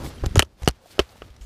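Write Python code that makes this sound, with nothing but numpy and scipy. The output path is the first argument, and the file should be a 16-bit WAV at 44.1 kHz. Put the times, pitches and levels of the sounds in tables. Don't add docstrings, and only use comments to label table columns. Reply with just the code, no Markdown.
import sys
import numpy as np
from scipy import signal
from scipy.fft import rfft, irfft
from scipy.io import wavfile
from scipy.ndimage import uniform_filter1d

SR = 44100
rng = np.random.default_rng(int(sys.argv[2]) if len(sys.argv) > 2 else 0)


def dump_mix(stems):
    frames = np.atleast_2d(stems).T
    limited = np.clip(frames, -1, 1)
    pcm = np.round(limited * 32767).astype(np.int16)
    wavfile.write(sys.argv[1], SR, pcm)


def how_loud(loudness_db):
    steps = np.asarray(loudness_db, float) / 20
    return 10 ** steps


N = 63945
BURST_N = 2048
RING_RISE_S = 0.00012

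# f/Hz, density/dB per Hz
SNAP_COLOUR = [(1000, 8), (3000, 1.5), (6000, 1), (9500, -5.5), (12000, -8), (15500, -19.5)]


def colour(x, points):
    p = np.array(points, float)
    f = np.maximum(np.fft.rfftfreq(2048, 1 / SR), 1)
    log_gain = np.interp(np.log(f), np.log(p[:, 0]), p[:, 1]) * np.log(10) / 20
    cepstrum = irfft(log_gain)
    cepstrum[1:1024] *= 2
    cepstrum[1025:] = 0
    return signal.fftconvolve(x, irfft(np.exp(rfft(cepstrum))))[:len(x)]


def unit(x):
    return x / np.sqrt(np.mean(x ** 2))


def walk(rate):
    k = int(SR / rate)
    steps = np.repeat(rng.standard_normal(N // k + 1), k)
    return unit(uniform_filter1d(uniform_filter1d(steps, k), k)[:N])


def modes(table, rise_s):
    t = np.arange(4096) / SR
    ring = np.zeros(len(t))
    for k, (hz, db, t60) in enumerate(table):
        way = (-1) ** (k * (hz > 1500))
        t60 = min(t60, .03 if hz < 1500 else .011)
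        ring += way * how_loud(db) * np.sin(2 * np.pi * hz * t) * np.exp(-np.log(1000) * t / t60)
    return ring * (1 - np.exp(-(t / rise_s) ** 2))


def burst(ms):
    tail_s, tail_db = 0.01, -33.5
    t = np.arange(BURST_N) / SR
    env = (1 - np.exp(-t / 0.00018)) * np.exp(-t * 1000 / max(ms, .2))
    env = env + how_loud(tail_db) * np.exp(-t / tail_s)
    return env / np.sqrt(np.sum(env ** 2))


def cracks():
    # t/s, knock level/dB, ring level/dB, snap level/dB, burst/ms
    crack_table = [(.3567, -30.5, -31, -17, 0.6), (.3590, -9.5, -13, -39.5, 0.82),
                   (.3660, -21.5, -44, -27, 2.2), (.3715, -26, -34.5, -18.5, 0.5),
                   (.2610, -34, -25.5, -21.5, 1.0), (.3915, -56.5, -24, -24.5, 5), (.3937, -11, 9, 1, 1.02),
                   (.3975, -27.5, -34.5, -26.5, 1.0), (.4010, -49.5, -3.5, -16.5, 1.4),
                   (.4045, -48.5, -34, -21, 2.0), (.2375, -21, -33, -43.5, 2),
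                   (.4268, -20, -43.5, -20, 1.6), (.6764, -7, -8, -11.5, 1.14), (.6805, -22, -38, -26, 1.2),
                   (.6842, -60, -27, -10.5, 2.5), (.6890, -21, -34, -37, 3.7), (.9825, -30.5, -55, -60, 5),
                   (.9922, -10.5, -8.5, -19, 1.46), (.9973, -12, -11.5, -22, 3.6),
                   (1.0020, -59, -19.5, -51, 3.6), (1.0105, -38, -55, -36.5, 15),
                   (1.2195, -32, -38, -56, 4.4), (.3635, -38.5, -29.5, -26, 1.5),
                   (.3685, -40, -37.5, -29, 1.2), (.3830, -49, -35.5, -35, 2),
                   (.4072, -45.5, -35.5, -29, 1), (.4135, -49.5, -40, -37, 2), (.2405, -25, -50, -43, 1.5),
                   (.2650, -67, -35, -35.5, 1.5), (.6925, -26.5, -31, -36, 2), (.9945, -40, -9, -22.5, 1),
                   (1.0005, -28.5, -18.5, -50, 1), (1.0065, -33, -41, -48, 1.5)]
    # f/Hz, level/dB, t60/s
    knock_first = [(385.5, 4, 0.018), (541, 0.5, 0.015), (804, -3.5, 0.0093), (1300, -4.5, 0.018)]
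    knock_thin = [(435, 3.5, 0.011), (704, 5.5, 0.0076), (1205, -6, 0.011), (4400, 1.5, 0.00633)]
    knock_thick = [(407, 3.5, 0.021), (528, 0.5, 0.017), (904, -3.5, 0.0063), (1274, -3, .012),
                   (1383, -10.5, 0.011)]
    # f/Hz, level/dB, t60/s
    ring_first = [(1300, -18, 0.016), (1791, -3.5, 0.0028), (2400, -5.5, 0.0043), (3050, -6.5, 0.0068),
                  (4540, -16.5, 0.0041), (5830, -19, 0.0043)]
    ring_thin = [(1247, -7.5, 0.01313), (2030, -22, 0.0062), (2860, 2.5, 0.01), (3030, -3.5, 0.0061),
                 (4400, -10.5, .007), (4920, -5, 0.0083), (6070, -5.5, 0.0038), (8300, -30, 0.0031)]
    ring_thick = [(1300, -5, 0.0082), (1850, -11.5, 0.0083), (2170, -4, .005), (2450, -9, 0.0099),
                  (2980, 1, 0.006), (3380, -18, 0.0037), (4170, -8, .004), (5460, -18, .004)]
    # f/Hz, density/dB per Hz
    snap_thin = [(1000, -2), (2000, -2), (3000, 4), (3700, -6.5), (6000, -2.5), (9000, -2.5),
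                 (13000, -11.5), (15000, -24.5)]
    snap_thick = [(1000, 13.5), (3000, 13), (5800, 6), (7000, -0.5), (12000, -5.5), (15000, -19)]
    knock_rise_s, splinter_share = 0.00049, .55
    twigs = ((knock_first, ring_first, SNAP_COLOUR, knock_rise_s, -1),
             (knock_thin, ring_thin, snap_thin, knock_rise_s / 2, 1),
             (knock_thick, ring_thick, snap_thick, knock_rise_s, -1))
    breaks_until_s = [.6, .8, 2]

    drive = np.zeros((len(twigs), 3, N + BURST_N))
    for s, knock_db, ring_db, snap_db, ms in crack_table:
        splinters = rng.standard_normal((3, BURST_N)) * burst(ms)
        splinters[:2] *= splinter_share
        splinters[:2, 0] = 1
        levels = how_loud([[knock_db], [ring_db], [snap_db + 15.5]])
        i, twig = int(s * SR), np.searchsorted(breaks_until_s, s)
        drive[twig, :, i:i + BURST_N] += splinters * levels

    out = np.zeros(N)
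    for (blow, shake, hiss), (knock, ring, snap, rise_s, way) in zip(drive, twigs):
        out += way * signal.fftconvolve(blow, modes(knock, rise_s))[:N]
        out += signal.fftconvolve(shake, modes(ring, RING_RISE_S))[:N]
        out += colour(hiss[:N], snap)
    return out


def ticks():
    # t/s, pitch f/Hz, ping level/dB, snap level/dB, burst/ms
    tick_table = [(0.046, 853, -32, -34, 0.46), (0.062, 2060, -34, -43, 1.2),
                  (0.242, 1300, -30.5, -37, 7.3), (.2570, 4900, -36, -35, 1), (0.2911, 3130, -44, -55, 1.5),
                  (0.2984, 8800, -46, -77, 1.5), (0.3795, 5600, -26, -18, 2.7),
                  (.4080, 1555, -20.5, -38, 1.6), (0.4233, 2976, -10.5, -22.5, 1.3),
                  (.4480, 5590, -48, -41, 4.4), (.6200, 725, -39, -32, 11), (.6320, 515, -36, -28.5, 2.5),
                  (0.647, 6500, -37, -38.5, 3.3), (0.6582, 5100, -38.5, -32, 8.5),
                  (.7030, 2400, -47, -35, 0.89), (.8580, 710, -41.5, -52, 2), (0.909, 4540, -46.5, -45, 10),
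                  (1.0920, 4400, -44.5, -49.5, 4.0), (1.1560, 790, -42, -76, 3.2),
                  (1.3640, 5640, -50, -42, 3), (1.411, 3090, -52, -37.5, 27), (.3566, 6950, -12, -27, 0.18),
                  (.3942, 6380, 0, -39.5, .8), (.4222, 2970, -31, -17, 1.1), (.4330, 9120, -40.5, -45, 1),
                  (.2432, 13500, -45, -46, 1), (.2685, 10500, -38.5, -57, 1.4),
                  (.6858, 13400, -23, -19.5, 0.46), (.6860, 9500, -20, -45, 0.81),
                  (.6890, 9000, -28, -25, 0.86), (.6985, 5000, -46, -45, 1.1), (.7098, 2480, -51, -34, 1.5),
                  (.9315, 9000, -50, -47, 2.3), (1.303, 3200, -50.5, -49, 3.8),
                  (.2385, 770, -26.5, -66, 9.5), (1.2202, 3000, -33.5, -51, 1.4),
                  (1.2205, 1300, -33.5, -58, 5.4), (1.411, 6730, -49.5, -64, 53)]
    ping_cycles = 19
    ping, snap = np.zeros((2, N + 8192))
    for s, hz, ping_db, snap_db, ms in tick_table:
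        splinters = rng.standard_normal((2, BURST_N)) * burst(ms)
        blow = splinters[0] + signal.unit_impulse(BURST_N) * 2 / max(ms, 2)
        note = signal.fftconvolve(blow, modes([(hz, 0, ping_cycles / hz)], RING_RISE_S))
        i = int(s * SR)
        ping[i:i + len(note)] += how_loud(ping_db) * note / np.abs(note).max()
        snap[i:i + BURST_N] += splinters[1] * how_loud(snap_db + 13)
    return ping[:N] + colour(snap[:N], SNAP_COLOUR)


def thuds():
    # t/s, peak level/dB, pitch f/Hz, t60/s, direction
    thud_table = [(0.225, -18, 41.5, 0.086, 1), (0.236, -23, 103.5, 0.13, -1), (0.264, -6, 67.6, 0.032, 1),
                  (.292, -48.5, 70, 0.067, -1), (0.309, -23, 58, 0.084, -1), (.349, -14.5, 124, 0.022, -1),
                  (0.363, -18.5, 88, 0.063, 1), (0.374, -4, 93.6, 0.065, 1), (0.398, -16, 78.8, 0.064, 1),
                  (0.426, -29.5, 69.6, 0.11, 1), (0.619, -23, 58, 0.04, 1), (0.635, -19, 61.4, 0.064, 1),
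                  (0.6758, -9.5, 126.5, 0.0413, -1), (0.685, -18.5, 57.4, 0.095, -1),
                  (.997, -19, 63, 0.093, -1), (1.22, -40.5, 54.8, 0.13, 1), (1.302, -38.5, 59.4, 0.16, -1),
                  (1.408, -35.5, 50, 0.41, -1)]
    rise_cycles = 0.15
    out = np.zeros(N)
    for s, db, hz, t60, way in thud_table:
        t = np.maximum(np.arange(N) / SR - s, 0)
        env = (1 - np.exp(-t * hz / rise_cycles)) * np.exp(-np.log(1000) * t / t60)
        out += np.sign(way) * how_loud(db + 4.5) * env * np.sin(2 * np.pi * hz * t)
    return out


def squeaks():
    # start t/s, length/s, start f/Hz, end f/Hz, level/dB
    squeak_table = [
        (0.06, 0.038, 7500, 7960, -53),
        (0.14, 0.031, 8700, 10500, -57.5),
        (0.182, 0.0054, 3230, 3120, -44.5),
        (0.193, .007, 5900, 5750, -57),
        (0.195, .014, 5070, 4580, -54),
    ]
    out = np.zeros(N)
    rough = how_loud(1.8 * walk(300))
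    for s, length, from_hz, to_hz, db in squeak_table:
        u = np.clip((np.arange(N) / SR - s) / length, 0, 1)
        hz = to_hz + (from_hz - to_hz) * np.exp(-u / 0.17)
        out += how_loud(db) * np.sin(np.pi * u) * np.sin(2 * np.pi * np.cumsum(hz) / SR)
    return out * rough


def litter():
    # t/s, rustle level/dB, scrape level/dB, buffeting level/dB
    stir = [(0, -43, -61, -34.5), (0.068, -41.5, -49, -33), (0.091, -51.5, -47, -37.5),
            (.105, -44.5, -67.5, -44), (0.138, -49.5, -70, -42), (.2, -50, -71, -39.5),
            (0.332, -48.5, -75, -38), (.45, -64, -80, -56), (0.568, -65.5, -76, -59.5),
            (0.611, -53.5, -62, -50), (0.742, -60.5, -79.5, -53), (.83, -60.5, -66.5, -56.5),
            (0.901, -57.5, -55, -59), (.96, -51, -61.5, -52), (1.04, -55.5, -63.5, -59),
            (1.25, -55.5, -66.5, -50.5), (1.39, -60.5, -77.5, -52.5), (1.421, -59, -61, -54)]
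    # f/Hz, density/dB per Hz
    rustle_colour = [(150, -10), (361, -13), (514, -1), (601, -4), (2550, -13), (4860, -15.5),
                     (14500, -33.5), (16000, -47)]
    scrape_colour = [(1500, -13.5), (3500, 2.5), (6000, -2.5), (9000, -2.5), (14000, -5)]
    buffet_colour = [(20, -6.5), (55, 3), (110, -2), (200, -8), (400, -12), (900, -47.5)]
    crackle_per_s, crackle_spread_db, crackle_db = 490, 7.5, -3.5

    happens, side, size = rng.random((3, N))
    size_db = np.minimum(-crackle_spread_db * np.log(1 - size), 9)
    grains = (happens < crackle_per_s / SR) * np.sign(side - .5) * how_loud(size_db)
    raw = colour(rng.standard_normal(N) + how_loud(crackle_db) * unit(grains), rustle_colour)
    low = signal.sosfilt(signal.butter(2, 1500, fs=SR, output="sos"), raw)
    rustle = unit(low * how_loud(3.4 * walk(15.84)) + (raw - low) * how_loud(0.5 * walk(27)))
    scrape = unit(colour(rng.standard_normal(N), scrape_colour)) * how_loud(2.5 * walk(60))
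    buffet = unit(colour(rng.standard_normal(N), buffet_colour)) * how_loud(2.5 * walk(25))

    t = np.arange(N) / SR
    s, *levels_db = np.transpose(stir)
    out = np.zeros(N)
    for layer, db in zip((rustle, scrape, buffet), levels_db):
        out += layer * how_loud(np.interp(t, s, db))
    return out


def scene():
    return (cracks() + ticks() + thuds() + squeaks() + litter())[None]


def band_limit(x):
    return signal.sosfilt(signal.butter(12, 16820, fs=SR, output="sos"), x)


def record(dry):
    bass_cut = signal.butter(1, 15, "high", fs=SR, output="sos")
    x = np.clip(signal.sosfilt(bass_cut, dry), -.93, .93)
    top_cut = signal.ellip(9, .1, 50, 14800, fs=SR, output="sos")
    body = signal.sosfiltfilt(top_cut, x)
    mix = body + how_loud(-25.5) * (x - body)
    return band_limit(mix)


dry = scene()
out = record(dry)
dump_mix(out)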